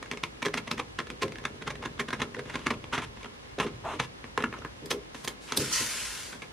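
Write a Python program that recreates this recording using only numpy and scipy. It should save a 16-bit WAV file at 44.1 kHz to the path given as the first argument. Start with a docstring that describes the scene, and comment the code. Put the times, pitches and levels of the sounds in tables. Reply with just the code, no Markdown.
"""A quiet room: scissors nibble round a shape on a stiff sheet held close to a stereo microphone.
Each bite is a clump of fibre snaps that rings the sheet and the steel and drums the sheet's low modes.
Longer strokes tear, the blades rub between bites, and the hands flex the sheet and shake the table.
At the end the sheet flaps down and slides away over the table with a long friction hiss."""
import sys
import numpy as np
from scipy import signal
from scipy.fft import rfft, irfft
from scipy.io import wavfile
from scipy.ndimage import uniform_filter1d

SR = 44100
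rng = np.random.default_rng(int(sys.argv[2]) if len(sys.argv) > 2 else 0)


def unload_audio(sound):
    """Save the sound as a 16-bit wav file, at the path given as the first command line argument."""
    columns = np.transpose(np.atleast_2d(sound))
    # keep every value between -1 and 1, then stretch to whole-number steps
    steps = np.round(np.clip(columns, -1, 1) * 32767)
    wavfile.write(sys.argv[1], SR, steps.astype(np.int16))


N = 287789

# the crisp treble of parting fibres: freq_hz, level_db
CRISP_SPECTRUM = [(2000, -53.5), (3500, 4), (5100, 5), (6500, -1.5), (7500, -7.5), (10600, -9.5),
                  (12500, -24), (15000, -57)]
# bites grow duller as the cut deepens, then the freed sheet creases brightly: time_s, crisp_db
CRISPNESS_CURVE = [(0, -13), (1.2, -13), (2.3, -14.5), (4.0, -13.5), (4.3, -21.5), (4.7, -30.5), (4.85, -7),
                   (6.53, -14.5)]
# the hands at work: time_s, sheet_flex_db, table_shake_db
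HAND_MOTION = [(0, -52, -59), (.8, -79, -53.5), (1.3, -53, -52.5), (2.5, -50.5, -51.5), (3.0, -52, -47.5),
               (3.4, -66, -59.5), (3.7, -56, -47.5), (4.3, -69, -54.5), (4.6, -82, -50), (5.4, -59, -65),
               (5.6, -50, -56), (5.9, -56, -59.5), (6.53, -66.5, -57.5)]


def scissor_bites():
    """Each clump of breaking fibres drives a papery snap, a steel ring, crisp treble and a low drumming."""
    # bites and creases: peak_s, level_db, decay_s, pitch_hz, swell_s
    bites = [(0.027, -29, 0.022, 1760, 0.0011), (0.06, -36, 0.015, 1970, 0.0012),
             (0.114, -18.5, 0.012, 1890, 0.000848), (0.135, -29.5, 0.013, 1120, 0.0032),
             (0.1736, -28, 0.0099, 2130, 0.0016), (.237, -18.5, 0.017, 2360, 0.0031),
             (0.4207, -28, 0.0099, 1970, 0.0011), (0.428, -19.5, 0.011, 2180, 0.0039),
             (.451, -20.5, 0.03, 1760, 0.0015), (0.4585, -19, 0.01, 2900, 0.0014),
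             (0.4645, -21.5, 0.023, 1830, 0.004), (0.485, -28, 0.01, 1770, 0.0052),
             (0.5425, -15.5, 0.0041, 1860, 0.0032), (0.577, -21.5, 0.044, 2330, 0.005),
             (.678, -25.5, 0.022, 1110, 0.0054), (0.714, -16, 0.019, 2530, 0.0028),
             (0.781, -28, 0.022, 1950, 0.0042), (0.7997, -21, 0.018, 1190, 0.0093),
             (0.99, -19.5, 0.029, 1340, 0.0029), (1.002, -26.5, 0.018, 1830, 0.0021),
             (1.0703, -34, 0.0153, 1750, 0.0019), (1.1025, -27.5, 0.015, 2500, 0.0017),
             (1.2224, -22, 0.069, 2400, 0.0047), (1.233, -21.5, 0.028, 2230, 0.01),
             (1.2812, -31, 0.013, 2010, 0.001), (1.322, -32, 0.018, 2320, 0.0021),
             (1.3574, -33, 0.0157, 1730, 0.00052), (1.3854, -29, 0.0099, 1780, 0.0017),
             (1.44, -31.5, 0.0075, 1810, .0012), (1.453, -18.5, 0.028, 1580, 0.0022),
             (1.6245, -33, 0.026, 1550, 0.0096), (1.6772, -22.5, 0.033, 1500, 0.0076),
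             (1.707, -26, 0.035, 1660, 0.0072), (1.7558, -32, 0.015, 1700, 0.0025),
             (1.826, -30.5, 0.043, 1000, 0.0034), (1.839, -32.5, 0.027, 1640, 0.00248),
             (1.86, -23.5, 0.0064, 1590, 0.00865), (1.9793, -39, 0.0095, 1180, 0.00152),
             (1.9986, -19, 0.06, 1890, 0.0047), (2.0865, -24.5, 0.024, 1580, 0.0034),
             (2.106, -26, 0.021, 1650, 0.0016), (2.1305, -22.5, 0.068, 1700, 0.0028),
             (2.2056, -24, 0.016, 1250, 0.0086), (2.218, -16.5, 0.054, 1330, 0.0016),
             (2.3484, -30, 0.0061, 1870, 0.0039), (2.368, -34, 0.011, 1490, 0.0027),
             (2.3932, -29.5, 0.038, 1750, 0.0039), (2.457, -38, 0.028, 1500, 0.0024),
             (2.499, -31, 0.055, 1980, 0.0039), (2.5431, -29, 0.047, 1570, 0.0059),
             (2.557, -19, 0.022, 1140, 0.0036), (2.593, -35.5, 0.011, 2500, 0.00084),
             (2.67, -13, 0.0037, 1150, 0.0059), (2.677, -27, 0.015, 1100, 0.0015),
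             (2.7056, -14.5, 0.016, 1120, 0.0013), (2.7124, -21.5, 0.016, 1200, 0.0024),
             (2.74, -33, 0.027, 1110, 0.0041), (2.8417, -32.5, 0.0178, 1110, 0.0008),
             (2.9338, -27, 0.37, 1530, 0.00842), (2.979, -22.5, 0.079, 930, 0.0025),
             (3.172, -38, 0.0154, 992, 0.0011), (3.231, -35.5, 0.014, 2340, 0.00181),
             (3.2453, -31, 0.024, 1060, 0.0026), (3.259, -35, 0.029, 1390, 0.001475),
             (3.5859, -27, 0.13, 905, 0.0019), (3.6, -15.5, 0.031, 1150, 0.00064),
             (3.607, -21.5, 0.048, 1120, 0.0038), (3.6674, -32.5, 0.104, 1260, 0.0062),
             (3.9999, -13, 0.03, 1030, 0.004), (4.242, -29.5, 0.014, 1000, 0.0008),
             (4.3767, -11.5, 0.014, 2060, 0.00052), (4.406, -21.5, 0.0093, 1390, 0.0018),
             (4.424, -20, 0.0087, 2580, 0.00105), (4.4383, -18, 0.013, 1260, 0.001),
             (4.4417, -16, 0.02, 1270, 0.001453), (4.5274, -24, 0.011, 1030, 0.0015),
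             (4.54, -28.5, 0.031, 1390, 0.0022), (4.5885, -33.5, 0.011, 2800, 0.004),
             (4.622, -33, 0.0087, 1290, 0.0037), (4.6486, -22.5, 0.017, 1600, 0.000742),
             (4.66, -39, 0.047, 1780, 0.00401), (4.859, -39, 0.023, 4860, 0.0021),
             (4.907, -25, 0.081, 2870, 0.0033), (4.914, -17, 0.022, 1240, 0.002),
             (5.1463, -34, 0.1, 980, .001), (5.249, -28, 0.018, 4170, 0.0052),
             (5.2764, -22, 0.024, 2100, 0.00095), (5.2811, -20.5, 0.0082, 3190, 0.0017),
             (5.522, -15, 0.012, 1350, 0.000836), (5.546, -34, 0.0113, 2500, 0.0015),
             (5.5742, -22.5, 0.023, 12100, 0.00545), (6.33, -37.5, 0.13, 1550, 0.0082),
             (6.42, -34.5, 0.095, 2280, 0.0011)]
    # steel modes of the blades: pitch_hz, width_hz, level_db
    blade_modes = [(3240, 330, 6), (5516, 600, -5), (6100, 320, -3.5), (6649, 57, -15)]
    # top edge of the sharpest creases: freq_hz, level_db
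    spark_spectrum = [(5000, -23.5), (9000, 11), (12500, 5), (15500, 1)]
    crisp_db_per_octave, overtone_ratio = 4.5, 2.094
    grip_bend, grip_tilt_db_per_octave = .05, -8
    snap, crisp, spark, drumming, patch, steel = np.zeros((6, N))
    for peak_s, level_db, decay_s, pitch_hz, swell_s in bites:
        swell_s = np.clip(swell_s, .0005, .012)
        lead_s = 2 * swell_s + .004
        start_s = peak_s - lead_s
        clump = fibre_clump(lead_s, swell_s, decay_s)
        bend = 1 + grip_bend * rng.uniform(-0.8, 1)  # the grip shifts the low modes from bite to bite
        tilt = grip_tilt_db_per_octave * rng.random()  # a looser grip favours the lowest
        drum_db = -34.5 + 0.75 * (level_db + 24.5)
        add(drumming, start_s, sheet_drum(gain_of(drum_db) * clump, bend, tilt))
        # a sudden bite spends itself in one crack
        clump[round(lead_s * SR)] += 2.08 * (0.0067 / swell_s) ** 0.45
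        clump *= gain_of(level_db)
        bright_db = np.interp(peak_s, *np.transpose(CRISPNESS_CURVE))
        cutoff_hz = np.clip(14100 * gain_of(0.58 * bright_db), 500, 18000)
        add(snap, start_s, signal.lfilter(*signal.butter(2, cutoff_hz, fs=SR), clump))
        add(steel, start_s, gain_of(0.63 * bright_db) * clump)
        crisp_db = bright_db + crisp_db_per_octave * np.log2(pitch_hz / 2000)
        add(crisp, start_s, gain_of(crisp_db) * clump)
        add(spark, start_s, gain_of(2 * crisp_db) * clump)
        # the patch next to the blades has its own pitch, clearer in light ticks than in hard bites
        patch_modes = [(pitch_hz, 450, 0), (pitch_hz, 120, -6), (overtone_ratio * pitch_hz, 300, -7)]
        add(patch, start_s, gain_of(-0.26 * (level_db + 26)) * ring(clump, patch_modes))
    return (gain_of(-10) * paper_snap(snap)
            + gain_of(-11.5) * thin(patch)
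            + gain_of(-11.5) * ring(steel, blade_modes)
            + gain_of(-2.5) * colour(crisp, CRISP_SPECTRUM)
            + gain_of(-1.5) * colour(spark, spark_spectrum)
            + gain_of(2) * highpass(drumming, 130))


def fibre_clump(lead_s, swell_s, decay_s):
    """Fibres crackle up to a peak and die away; stray ones part before and after."""
    t = np.arange(7000) / SR - lead_s
    envelope = gain_of(np.where(t < 0, 12.8 * t / swell_s, -60 * t / np.clip(decay_s, .005, .3)))
    clump = fibre_snaps(len(t), per_s=5500, spread_db=1.5) * envelope
    clump *= np.linalg.norm(envelope) / np.linalg.norm(clump)  # the force of the bite sets its energy
    stray_db = -18.5 - 60 * np.where(t < 0, -0.014 * t / swell_s, t) / 0.13
    strays = fibre_snaps(len(t), 5000, 2.0) + fibre_snaps(len(t), 500, 3.5)
    return clump + gain_of(stray_db) * strays


def fibre_snaps(samples, per_s, spread_db):
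    """Sparse snaps of either sign, a few of them large."""
    chance, size, polarity = rng.random((samples, 3)).T
    strength = gain_of(-spread_db * np.maximum(np.log(size + 1e-9), -4))
    return unit_rms(strength * np.sign(polarity - .5) * (chance < per_s / SR))


def paper_snap(force):
    """The broad snap of paper, part of it ringing in the sheet."""
    # body of the snap: freq_hz, level_db
    snap_spectrum = [(410, -60.5), (700, -9.5), (1260, 7), (1460, 0.5), (1690, 3), (3450, 0), (5000, -20.5),
                     (6500, -32.5), (11000, -120)]
    # upper modes of the sheet: pitch_hz, width_hz, level_db
    sheet_modes = [(1106, 136, 7), (1288.2, 12.8, -20), (1733, 17, -3), (2140, 230, -6.5), (2760, 210, -4),
                   (3570, 1100, 3)]
    return colour(force, snap_spectrum) + gain_of(-1.5) * thin(ring(force, sheet_modes))


def sheet_drum(force, bend=1, tilt_db_per_octave=0):
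    """The sheet rings low like a drum skin; hanging free, it moves no deep bass."""
    # low modes of the sheet: pitch_hz, width_hz, level_db
    low_modes = [(166, 75, -7.5), (245.5, 60, -6.5), (318.6, 33, -4.5), (397, 33, -0.5), (479, 47, -5.5)]
    gripped = [(hz * bend, width, db + tilt_db_per_octave * np.log2(hz / 400))
               for hz, width, db in low_modes]
    return highpass(ring(force, gripped), 77)


def tearing_strokes():
    """A run of fibres parts under the blades; the hollow ring glides as the free flap changes."""
    # long strokes: start_s, length_s, level_db, first_pitch_hz, hollow_db
    strokes = [(2.451, 0.29, -52.5, 1080, -26.5), (2.923, 0.043, -37.5, 1160, 1),
               (2.98, 0.015, -44, 1290, 3), (3.015, 0.042, -42, 1070, -2.5),
               (3.19, 0.075, -56.5, 1230, -25), (3.596, 0.064, -41, 1150, 1), (3.835, 0.15, -46, 594, 9),
               (4.005, 0.057, -43.5, 960, -26), (4.389, 0.057, -47.5, 1300, -11),
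               (4.526, 0.079, -55.5, 1080, 5), (5.468, 0.15, -48.5, 2600, -8)]
    last_pitch_hz, extra_crisp_db = 1090, 6.5
    out = np.zeros(N)
    for start_s, length_s, level_db, first_pitch_hz, hollow_db in strokes:
        progress = np.arange(round(length_s * SR) + 1500) / (length_s * SR)
        envelope = np.clip(np.minimum(progress / 0.12, (1 - progress) / 0.28), 0, 1)
        grit = fibre_snaps(len(progress), per_s=5000, spread_db=1.6) * envelope
        pitch_hz = first_pitch_hz + (last_pitch_hz - first_pitch_hz) * np.minimum(progress / 0.87, 1)
        flap = unit_rms(resonate(resonate(grit, pitch_hz, 730), pitch_hz, 730))
        flap *= gain_of(hollow_db) * np.clip((.9 - progress) / 0.31, 0, 1)
        grit *= np.minimum(progress, 1) ** (max(hollow_db, 0) / 12)  # a hollow stroke starts dull
        crisp_db = np.interp(start_s, *np.transpose(CRISPNESS_CURVE)) + extra_crisp_db
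        treble = gain_of(crisp_db) * colour(grit, CRISP_SPECTRUM)
        add(out, start_s, gain_of(level_db) * (paper_snap(grit) + flap + treble))
    return out


def sheet_wobbles():
    """Soft pushes ring the sheet's low modes, most of all those nearest each push's pitch."""
    # the whole sheet wobbles: start_s, length_s, level_db, pitch_hz
    pushes = [(0.454, 0.025, -32, 403), (0.541, 0.026, -39.5, 330), (0.709, 0.036, -40, 228),
              (0.991, 0.031, -46.5, 402), (1.104, 0.035, -47, 404), (1.228, 0.038, -31, 365),
              (2.363, 0.038, -39.5, 493), (3.581, 0.01, -30.5, 487), (3.643, 0.032, -35, 364),
              (3.931, 0.042, -42, 350), (4.373, 0.011, -32, 493), (4.818, 0.062, -43.5, 313),
              (4.904, 0.088, -37.5, 399), (5.573, 0.064, -34, 326), (5.799, 0.028, -39.5, 199)]
    out = np.zeros(N)
    for start_s, length_s, level_db, pitch_hz in pushes:
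        progress = np.arange(round(length_s * SR) + 3000) / (length_s * SR)
        envelope = np.clip(np.minimum(10 * progress, (1 - progress) / .3), 0, 1)
        push = rng.standard_normal(len(progress)) * envelope
        wobble = resonate(sheet_drum(push), np.full(len(push), pitch_hz), width_hz=300)
        add(out, start_s, gain_of(level_db) * wobble * np.sqrt(length_s * SR) / np.linalg.norm(wobble))
    return out


def blade_rub():
    """Dense small snaps as the blades press on, and the sheet flexing in the hands."""
    grit = gain_of(-51.5) * (fibre_snaps(N, 4000, 1.5) + .3 * fibre_snaps(N, 150, 2.5))
    crackle = gain_of(-9) * paper_snap(grit) + gain_of(-12) * colour(grit, CRISP_SPECTRUM)
    flexing = fader(HAND_MOTION, 1) * fibre_snaps(N, per_s=680, spread_db=6.6)
    return crackle + sheet_drum(flexing)


def sheet_slide():
    """Fine friction catches on the grain of the table; at speed the hiss brightens and the edge sings."""
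    # the sheet brushes the table: time_s, level_db
    brush = [(5.13, -71), (5.15, -60), (5.26, -60), (5.33, -87)]
    # it lands, catches, shoots off and slows down: time_s, level_db
    skid = [(5.36, -85), (5.44, -56.5), (5.55, -62), (5.6, -37.5), (5.7, -43.5), (5.73, -35.5),
            (5.76, -35.5), (5.84, -38), (6.05, -42), (6.3, -49), (6.4, -65.5), (6.53, -69)]
    # friction hiss: freq_hz, level_db
    hiss_spectrum = [(350, -59), (600, -8), (741, -17), (1030, -3), (1140, -13), (1290, -2), (6020, -5),
                     (10800, -11.5), (12600, -18), (14000, -41)]
    # modes of the sliding edge: pitch_hz, width_hz, level_db
    edge_modes = [(2080, 200, -2), (4810, 300, -3), (5940, 220, 0), (6700, 350, -4)]
    catch_db = 1.2 * unit_rms(uniform_filter1d(rng.standard_normal(N), 500))
    speed = fader(brush, 1) + fader(skid, 1)
    friction = speed * gain_of(catch_db) * fibre_snaps(N, per_s=16000, spread_db=0.82)
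    fast_friction = friction * (speed / speed.max()) ** 6.8
    hiss = (gain_of(3.5) * colour(friction, hiss_spectrum)
            + gain_of(-0.5) * ring(fast_friction, edge_modes)
            + gain_of(-7) * colour(fast_friction, CRISP_SPECTRUM))
    bands = signal.stft(hiss, nperseg=512)[2]
    patches = uniform_filter1d(rng.standard_normal(bands.shape), size=3, axis=0)
    scrape_db = 1.8 * unit_rms(uniform_filter1d(patches, size=21, axis=1))  # bands flare for a moment
    return signal.istft(bands * gain_of(scrape_db), nperseg=512)[1][:N]


def landing_thump():
    """The sheet flaps down and its soft push of air rings the table top."""
    # modes of the table top: pitch_hz, width_hz, level_db
    table_modes = [(137, 5.4, -5.5), (208, 35, -2.5)]
    push = np.zeros(N)
    add(push, start_s=5.59, sound=gain_of(-38) * np.hanning(round(0.007 * SR)))
    return highpass(ring(push, table_modes), 84)


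def table_rumble():
    """The table carries the working hands as a low rumble."""
    spectrum = [(15, -34), (50, 0), (70, -3), (125, -1), (180, -11.5), (400, -116)]  # freq_hz, level_db
    return fader(HAND_MOTION, 2) * unit_rms(colour(rng.standard_normal(N), spectrum))


def reflections(sound, decay_times, delay_s):
    """Sparse echoes of random sign, each band dying at its own speed."""
    taps = np.zeros(SR // 2)
    slots = np.arange(round(delay_s * SR), len(taps) - 20, 20)
    taps[slots + rng.integers(0, 20, len(slots))] = rng.choice([-1., 1.], len(slots))
    hz, t, bands = signal.stft(taps, SR, nperseg=128)
    decay = gain_of(-60 * t / value_at(decay_times, hz)[:, None])
    return convolve(sound, signal.istft(bands * decay, SR, nperseg=128)[1])


def room_tone(spectrum, level_db):
    """Steady room noise and microphone hiss."""
    return gain_of(level_db) * unit_rms(equalise(rng.standard_normal(N), spectrum))


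def ring(force, modes):
    """A force excites a set of damped modes."""
    t = np.arange(4000) / SR
    taps = sum(gain_of(db) * np.sqrt(width) * np.exp(-np.pi * width * t) * np.sin(2 * np.pi * hz * t)
               for hz, width, db in modes)
    return convolve(force, taps)


def resonate(x, pitch_hz, width_hz):
    """One resonance that follows a pitch curve."""
    turn = np.exp(2j * np.pi * np.cumsum(pitch_hz) / SR)
    pole = np.exp(-np.pi * width_hz / SR)
    return 2 * (turn * signal.lfilter([1 - pole], [1, -pole], x / turn)).real


def colour(x, spectrum):
    """Minimum-phase tone shaping: nothing sounds ahead of an attack."""
    log_gain = np.maximum(value_at(spectrum, np.fft.rfftfreq(4096, 1 / SR)), -80) * np.log(10) / 20
    mirrored = np.concatenate([log_gain, log_gain[-2:0:-1]])
    phase = -signal.hilbert(mirrored).imag
    return convolve(x, np.fft.ifft(np.exp(mirrored + 1j * phase)).real[:2048])


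def equalise(x, spectrum):
    """Zero-phase EQ of a whole track."""
    return irfft(rfft(x) * gain_of(value_at(spectrum, np.fft.rfftfreq(N, 1 / SR))), N)


def convolve(x, taps):
    """Play x through a response scaled to unit energy."""
    return signal.oaconvolve(x, taps / np.linalg.norm(taps))[:len(x)]


def thin(x):
    """Small snaps move little air at low pitch."""
    return highpass(highpass(x, 600), 600)


def highpass(x, hz):
    return signal.sosfilt(signal.butter(2, hz, "high", fs=SR, output="sos"), x)


def fader(rows, column):
    """A dB column as a gain at every sample, silent outside the table."""
    rows = np.array(rows)
    return gain_of(np.interp(np.arange(N) / SR, rows[:, 0], rows[:, column], -200, -200))


def value_at(points, hz):
    """Interpolate along log frequency."""
    freq_hz, values = np.transpose(points)
    return np.interp(np.log(hz + 1), np.log(freq_hz + 1), values)


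def gain_of(db):
    return 10 ** (np.asarray(db) / 20)


def unit_rms(x):
    return x / np.sqrt(np.mean(x ** 2) + 1e-20)


def add(mix, start_s, sound):
    part = mix[round(start_s * SR):][:len(sound)]
    part += sound[:len(part)]


def scene():
    """Mid and side pick-ups, mixed to stereo: the side hears the table's first reflections and the room."""
    # reverberation of the room: freq_hz, t60_s
    room_decay = [(200, 0.44), (1000, 0.14), (4000, 0.085), (12000, 0.15)]
    # sideways pick-up of near sounds: freq_hz, level_db
    side_spectrum = [(60, -51), (150, -19), (380, -27.5), (950, -17.5), (2380, -12.5), (5980, -2),
                     (15000, 6)]
    # room tone in the mid and in the side: freq_hz, level_db
    mid_air = [(15, -49.5), (34, -36), (54, 5), (87, -33), (175, -9.5), (563, -11), (610, -18.5),
               (755, -15.5), (862, -17.5), (14500, -48.5)]
    side_air = [(15, -59), (25, -22.5), (305, -6.5), (421, -8.5), (722, -9), (919, -10.5), (3170, -16.5),
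                (15500, -37.5)]
    cutting = scissor_bites() + tearing_strokes() + sheet_wobbles() + blade_rub()
    sliding = sheet_slide()
    near = cutting + sliding
    mid = near + table_rumble() + landing_thump()
    mid += gain_of(-9) * reflections(near, room_decay, delay_s=.004)
    sideways = equalise(cutting, side_spectrum)
    off_table = reflections(sideways, [(200, 0.03), (12000, 0.023)], delay_s=.00022)
    off_walls = reflections(sideways, room_decay, delay_s=.004)
    far_edge = equalise(sheet_slide(), side_spectrum)  # the side hears other parts of the sliding sheet
    side = gain_of(-4.5) * off_table + gain_of(-7.5) * off_walls + gain_of(0.5) * far_edge
    side += .05 * sliding - .04 * cutting  # the hands are a little to the right, the sheet leaves left
    mid += room_tone(mid_air, level_db=-54)
    side += room_tone(side_air, level_db=-49)
    return np.array([mid + side, mid - side])


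def record(dry):
    """The top treble softens, then cuts off steeply."""
    rolloff_hz, limit_hz = 13400, 15650
    softened = signal.sosfilt(signal.butter(4, rolloff_hz, fs=SR, output="sos"), dry)
    band_limit = signal.firwin(511, limit_hz, window=("kaiser", 9), fs=SR)
    return signal.oaconvolve(softened, band_limit[None], "same")


dry = scene()
out = record(dry)
unload_audio(out)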